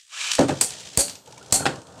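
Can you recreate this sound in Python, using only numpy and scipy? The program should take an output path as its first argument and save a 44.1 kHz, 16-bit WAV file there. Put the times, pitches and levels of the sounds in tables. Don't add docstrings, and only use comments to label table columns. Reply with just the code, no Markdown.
import sys
import numpy as np
from scipy import signal
from scipy.fft import rfft, irfft
from scipy.io import wavfile
from scipy.ndimage import map_coordinates

SR = 44100
rng = np.random.default_rng(int(sys.argv[2]) if len(sys.argv) > 2 else 0)


def dump(signal):
    limited = np.clip(np.atleast_2d(signal).T, -1, 1)
    pcm = np.round(limited * 32767).astype(np.int16)
    wavfile.write(sys.argv[1], SR, pcm)


N = 88200

# frequency in Hz, level in dB.
BACKGROUND = [(30, 2), (150, -10), (1000, -27), (8000, 8), (15000, -15)]
BACKGROUND_DB = -65.5

# time in seconds, hiss level in dB, rumble level in dB.
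SKITTER_LEVELS = [(0, -52.5, -88), (.07, -58, -93), (.38, -53, -52.5), (.53, -43, -45), (.72, -40, -46.5),
                  (.95, -44, -52.5), (1.1, -48.5, -44.5), (1.24, -65, -60), (1.28, -58, -52),
                  (1.5, -53, -48), (1.7, -48, -32.5), (1.84, -61, -49), (2, -54.5, -46)]
# frequency in Hz, level in dB.
HISS_SPECTRUM = [(530, -47), (900, -49), (1180, -12), (1440, -12), (1780, -2), (2080, -4), (3320, 3),
                 (3870, 1), (7400, 1), (15000, -31.5)]
# frequency in Hz, level in dB.
RUMBLE_SPECTRUM = [(24, -59), (40, -19.5), (124, 1.5), (302, -10.5), (443, -5), (650, -7.5), (907, -9),
                   (1170, -13), (1420, -12.5), (1800, -22.5), (3000, -94)]
# time in seconds, level in dB.
WHINE_LEVELS = [(.03, -67), (.3, -60), (.42, -46), (.55, -62), (1.2, -78), (1.7, -70), (1.83, -63),
                (1.92, -76)]
SPIN_HZ, SPIN_SAG_HZ_PER_S, WHINE_HZ = 63, 4.06, 8460

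# time in seconds, level in dB.
PULL_LEVELS = [(0, -100), (.075, -65.5), (.132, -38.5), (.236, -27), (.31, -28.5), (.38, -41), (.44, -39),
               (.5, -79)]
# frequency in Hz, level in dB.
RASP_SPECTRUM = [(120, -61), (314, -32.5), (700, -22), (1130, -11.5), (2060, -13), (2380, -4),
                 (4890, -10.5), (7420, -8.5), (15000, -45.5)]
# time in seconds, pitch in Hz.
GEAR_PITCH_CURVE = [(.05, 800), (.13, 1130), (.15, 1355), (.175, 1640), (.22, 2310), (.26, 2420),
                    (.4, 2360)]
# frequency in Hz, level in dB.
HOUSING_MODES = [(1200, -8), (1690, -4), (2380, -0.5), (2800, -14), (3040, 4.5), (3800, 0.5)]
GEAR_LOUDEST_S, GEAR_SWELL_S = 0.17, 0.05

# start in seconds, level in dB.
CLICK_EVENTS = [(0.316, -14), (0.334, -18), (0.3518, -17), (.392, -18.5), (0.41, -24), (0.4838, -27),
                (0.491, -27.5), (0.705, -26.5), (0.8048, -33.5), (1.081, -28.5), (1.096, -27),
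                (1.1541, -34), (1.26, -43.5), (1.275, -43), (1.3107, -46), (1.324, -39), (1.378, -38.5),
                (1.4274, -41.5), (1.461, -41.5), (1.5091, -36.5), (1.758, -38), (1.817, -42.5),
                (1.869, -45), (1.98, -47)]
# frequency in Hz, level in dB.
CLICK_SPECTRUM = [(290, -69), (500, -34), (990, -14), (2070, -6), (2880, -1.5), (5230, -0.5), (5860, 0.5),
                  (8250, -2.5), (15000, -32)]

# start in seconds, shell level, clack level and thud level in dB.
KNOCK_EVENTS = [(0.384, -34.5, -23, -37), (0.39, -13, -26, -32), (0.41, -17.5, -35, -39.5),
                (0.423, -25, -34, -26.5), (0.483, -26.5, -31.5, -34), (0.4926, -22, -23.5, -44),
                (0.506, -29.5, -27, -22.5), (1.604, -31, -35, -32), (1.622, -50, -35, -47),
                (1.6552, -28, -14.5, -51), (1.664, -30.5, -15, -30), (1.6693, -31.5, -21.5, -34)]
# frequency in Hz, level in dB, t60 in seconds.
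SHELL_MODES = [(206, -11.5, 0.12), (277.1, 0.5, 0.28), (332.7, -13.5, 0.33), (419.3, -3.5, 0.2),
               (458.5, -16, 0.33), (512.5, -5.5, 0.3), (539, -6, 0.21), (596.6, -0.5, 0.15),
               (654, -9.5, .17), (780, -3, 0.091), (911, -6, 0.14)]
# frequency in Hz, level in dB.
SHELL_NOISE_SPECTRUM = [(40, -29), (150, 6.5), (500, 2.5), (900, -4.5), (1300, -9.5), (3000, -26.5),
                        (9000, -70)]
# frequency in Hz, level in dB.
CLACK_SPECTRUM = [(180, -67), (300, 1.5), (775, -4), (1000, -9), (1570, 5), (2200, -6), (2900, -5),
                  (4540, -8), (6070, -16.5), (7600, -8.5), (14000, -40)]
# frequency in Hz, level in dB, t60 in seconds.
WALL_MODES = [(327, -8.5, 0.37), (542.2, -12, 0.14), (785, 0, 0.088), (1555, -11, 0.13), (1786, -12, 0.073),
              (2594, -3.5, 0.064)]
# frequency in Hz, level in dB, t60 in seconds.
BOWL_MODES = [(92, -9, .2), (139, -2.5, .32)]

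# start in seconds, crack level in dB, crack t60 in seconds, room level in dB,
# stadium level in dB, thump level in dB, settled floor tone in Hz, floor tone level in dB.
CLASH_EVENTS = [(0.6106, -8, 0.057, -19.5, -36.5, -51, 790, -31),
                (0.974, -5, 0.012, -14, -27.5, -16, 576, -11.5),
                (1.524, -5.5, 0.032, -14, -27, -23, 795, -12.5)]
# frequency in Hz, level in dB.
CRACK_SPECTRUM = [(180, -31), (300, -38), (663, -11), (3870, -11), (4490, -1), (6360, -7), (7880, 6),
                  (9600, -7.5), (12300, -13), (15500, -25)]
# frequency in Hz, level in dB.
SMACK_SPECTRUM = [(100, 7.5), (1000, -1.5), (7000, -17), (15000, -10)]
# frequency in Hz, level in dB.
CLASH_ROOM_SPECTRUM = [(200, -14), (800, -7), (1090, -18.5), (3950, -13), (4550, -3), (5060, -12.5),
                       (5980, -5), (8550, 2.5), (15500, -29.5)]
# delay in seconds, level in dB.
WALL_REFLECTIONS = [(0.018, -5.5), (0.033, -2.5)]
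ROOM_T60_S, ROOM_DELAY_S, ROOM_RISE_S = 0.24, 0.011, 0.0044

# frequency in Hz, level in dB, t60 in
# seconds.
RIM_A_MODES = [(4226, -30, .4), (4355, -35, .3), (4581, -20.5, .28), (4646, -31, .4), (4700, -30, .3),
               (8080, -26, .25), (8220, -26, .24), (11990, -49, .55), (12360, -41, .58)]
# frequency in Hz,
# level in dB, t60 in seconds.
RIM_B_MODES = [(4240, -26, .34), (4344, -30.5, .5), (7628, -29, .28), (8436, -29, .34), (8730, -22, .18)]
RIM_BLUR = 0.1

# centre in seconds, level in dB, pitch at the centre in Hz.
GRAZE_EVENTS = [(1.284, -51.5, 1440), (1.284, -48.5, 474), (1.281, -46, 880), (1.338, -46, 898),
                (1.381, -51, 2310), (1.384, -47.5, 960), (1.422, -49, 1433), (1.421, -48, 454.4),
                (1.602, -40, 1464), (1.628, -35, 1370)]
BAND_LIMIT_HZ = 15700


def amp(db):
    return 10 ** (np.asarray(db) / 20)


def unit(x):
    return x / np.sqrt(np.mean(x ** 2) + 1e-20)


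def clock():
    return np.arange(N) / SR


def curves(rows):
    times, *columns = np.transpose(rows)
    return [np.interp(clock(), times, column) for column in columns]


def wobble(knots_per_s):
    return map_coordinates(rng.standard_normal(N // 8), [clock() * knots_per_s], mode="wrap")


def colour(x, spectrum):
    hz, db = np.transpose(spectrum)
    bins_hz = np.fft.rfftfreq(N, 1 / SR)
    gain = amp(np.interp(np.log(bins_hz + 1), np.log(hz), db))
    return unit(irfft(rfft(x) * gain, N))


def noise(spectrum):
    return colour(rng.standard_normal(N), spectrum)


def burst(spectrum, envelope):
    raw = rng.standard_normal(N) * envelope
    return colour(raw, spectrum) * np.sqrt(np.mean(envelope ** 2))


def fade(start, t60, rise):
    t = np.maximum(clock() - start, 0)
    return (1 - np.exp(-t / rise)) * 1000 ** (-t / t60)


def ring(modes, start, rise, blur):
    out = np.zeros(N)
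    for hz, db, t60 in modes:
        phase = 2 * np.pi * (hz * clock() + rng.random()) + blur * wobble(60)
        out += amp(db) * fade(start, t60, rise) * np.sin(phase)
    return out


def sing(hz, drift_per_s):
    phase = 2 * np.pi * np.cumsum(hz * np.ones(N)) / SR
    return unit(wobble(drift_per_s) * np.sin(phase) + wobble(drift_per_s) * np.cos(phase))


def glide(start, from_hz, to_hz, settle_s):
    t = np.maximum(clock() - start, 0)
    slide_cycles = (from_hz - to_hz) * settle_s * (1 - np.exp(-t / settle_s))
    return np.sin(2 * np.pi * (to_hz * t + slide_cycles))


def echo(start, spectrum):
    return noise(spectrum) * fade(start + ROOM_DELAY_S, ROOM_T60_S, ROOM_RISE_S)


def background():
    return amp(BACKGROUND_DB) * noise(BACKGROUND)


def turns(rate_hz, sharp):
    return unit(np.exp(sharp * np.cos(2 * np.pi * np.cumsum(rate_hz) / SR)))


def skitter(modes_db=-6, drift_per_s=28):
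    hiss_db, rumble_db = curves(SKITTER_LEVELS)
    whine_db, = curves(WHINE_LEVELS)
    spin_hz = (SPIN_HZ - SPIN_SAG_HZ_PER_S * clock()) * (1 + 0.12 * wobble(29.9))
    sway_db = 1.1 * wobble(35.09)
    hiss_level = amp(hiss_db + sway_db + 0.71 * wobble(600))
    hiss = noise(HISS_SPECTRUM) * turns(spin_hz, sharp=0.38) * hiss_level
    hum = unit(sum(amp(db / 2) * sing(hz, drift_per_s) for hz, db, t60 in SHELL_MODES))
    rumble = unit(noise(RUMBLE_SPECTRUM) + amp(modes_db) * hum) * amp(rumble_db + sway_db)
    whine = amp(whine_db) * sing(WHINE_HZ * (1 + 0.0055 * wobble(8)), drift_per_s=40)
    return hiss + rumble + whine


def launcher(gear_db=-10, housing_db=-8):
    level_db, = curves(PULL_LEVELS)
    pitch_hz, = curves(GEAR_PITCH_CURVE)
    swell = np.exp(-((clock() - GEAR_LOUDEST_S) / GEAR_SWELL_S) ** 2)
    gear = amp(gear_db) * sing(pitch_hz, drift_per_s=220) * swell
    housing = unit(sum(amp(db) * sing(hz, drift_per_s=58.3) for hz, db in HOUSING_MODES))
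    rasp = unit(burst(RASP_SPECTRUM, amp(1.6 * wobble(900))))
    whirr = unit(rasp + gear + amp(housing_db) * housing)
    return amp(level_db + 1.5 * wobble(88.7)) * whirr


def clicks(t60=0.028, room_db=-13):
    out = np.zeros(N)
    for start, db in CLICK_EVENTS:
        snap = burst(CLICK_SPECTRUM, fade(start, t60, 0.00026))
        room = echo(start - 0.008, CLICK_SPECTRUM)
        out += amp(db) * (snap + amp(room_db) * room)
    return out


def shell(start, modes_db=-4, boom_db=-1, boom_t60=0.22):
    modes = ring(SHELL_MODES, start, rise=0.00022, blur=0.74)
    boom = noise(SHELL_NOISE_SPECTRUM) * fade(start, boom_t60, 0.00027)
    return amp(modes_db) * modes + amp(boom_db) * boom


def knocks(clack_t60=0.041, room_db=-16, wall_db=-5):
    out = np.zeros(N)
    for start, shell_db, clack_db, thud_db in KNOCK_EVENTS:
        clack = noise(CLACK_SPECTRUM) * fade(start, clack_t60, 0.00023)
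        clack += amp(room_db) * echo(start, CLACK_SPECTRUM)
        clack += amp(wall_db) * ring(WALL_MODES, start, rise=0.00062, blur=0.55)
        thud = ring(BOWL_MODES, start, rise=0.0011, blur=0.56)
        out += amp(shell_db) * shell(start) + amp(clack_db) * clack + amp(thud_db) * thud
    return out


def clash_room(start, early_db=-8, early_t60=0.25, reflection_t60=0.053):
    early = amp(early_db) * noise(CLASH_ROOM_SPECTRUM) * fade(start, early_t60, 0.001)
    arrivals = sum(amp(db) * fade(start + delay, reflection_t60, 0.001) for delay, db in WALL_REFLECTIONS)
    walls = noise(CLASH_ROOM_SPECTRUM) * arrivals
    return early + walls + echo(start, CLASH_ROOM_SPECTRUM)


def floor_thump(start, from_hz=220, to_hz=46, settle_s=0.0047, t60=0.077, smack_db=8, smack_t60=0.0057):
    thump = glide(start, from_hz, to_hz, settle_s) * fade(start, t60, 0.00021)
    return thump + amp(smack_db) * burst(SMACK_SPECTRUM, fade(start, smack_t60, 0.0001))


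def floor_tone(start, hz, bend=0.7, bend_s=0.01684, t60=0.18):
    return glide(start, bend * hz, hz, bend_s) * fade(start, t60, rise=0.05)


def clashes():
    out = np.zeros(N)
    for start, db, t60, room_db, shell_db, thump_db, tone_hz, tone_db in CLASH_EVENTS:
        out += amp(db) * noise(CRACK_SPECTRUM) * fade(start, t60, 0.00028)
        out += amp(room_db + 0.92 * wobble(500)) * clash_room(start)
        out += amp(shell_db) * shell(start)
        out += amp(tone_db) * floor_tone(start, tone_hz)
        out += amp(thump_db) * floor_thump(start)
    return out


def rims(rise=0.023):
    first = ring(RIM_A_MODES, CLASH_EVENTS[1][0], rise, RIM_BLUR)
    second = ring(RIM_B_MODES, CLASH_EVENTS[2][0], rise, RIM_BLUR)
    return first + second


def grazes(width_s=0.0088, rise_per_s=2, drift_per_s=130):
    out = np.zeros(N)
    for centre, db, hz in GRAZE_EVENTS:
        t = clock() - centre
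        pitch_hz = hz * (1 + rise_per_s * t + 0.025 * wobble(400))
        out += amp(db) * sing(pitch_hz, drift_per_s) * np.exp(-(t / width_s) ** 2)
    return out


def scene():
    struck = clicks() + knocks() + clashes() + rims()
    return (background() + skitter() + launcher() + struck + grazes())[None]


def record(dry, top=0.65, low_cut_hz=40):
    high_pass = signal.butter(2, low_cut_hz, "highpass", fs=SR, output="sos")
    lean = signal.sosfilt(high_pass, dry)
    held = lean / (1 + np.abs(lean / top) ** 4) ** (1 / 4)
    band = 1 / (1 + (np.fft.rfftfreq(2 * N, 1 / SR) / BAND_LIMIT_HZ) ** 160)
    return irfft(rfft(held, 2 * N) * band)[:, :N]


dry = scene()
out = record(dry)
dump(out)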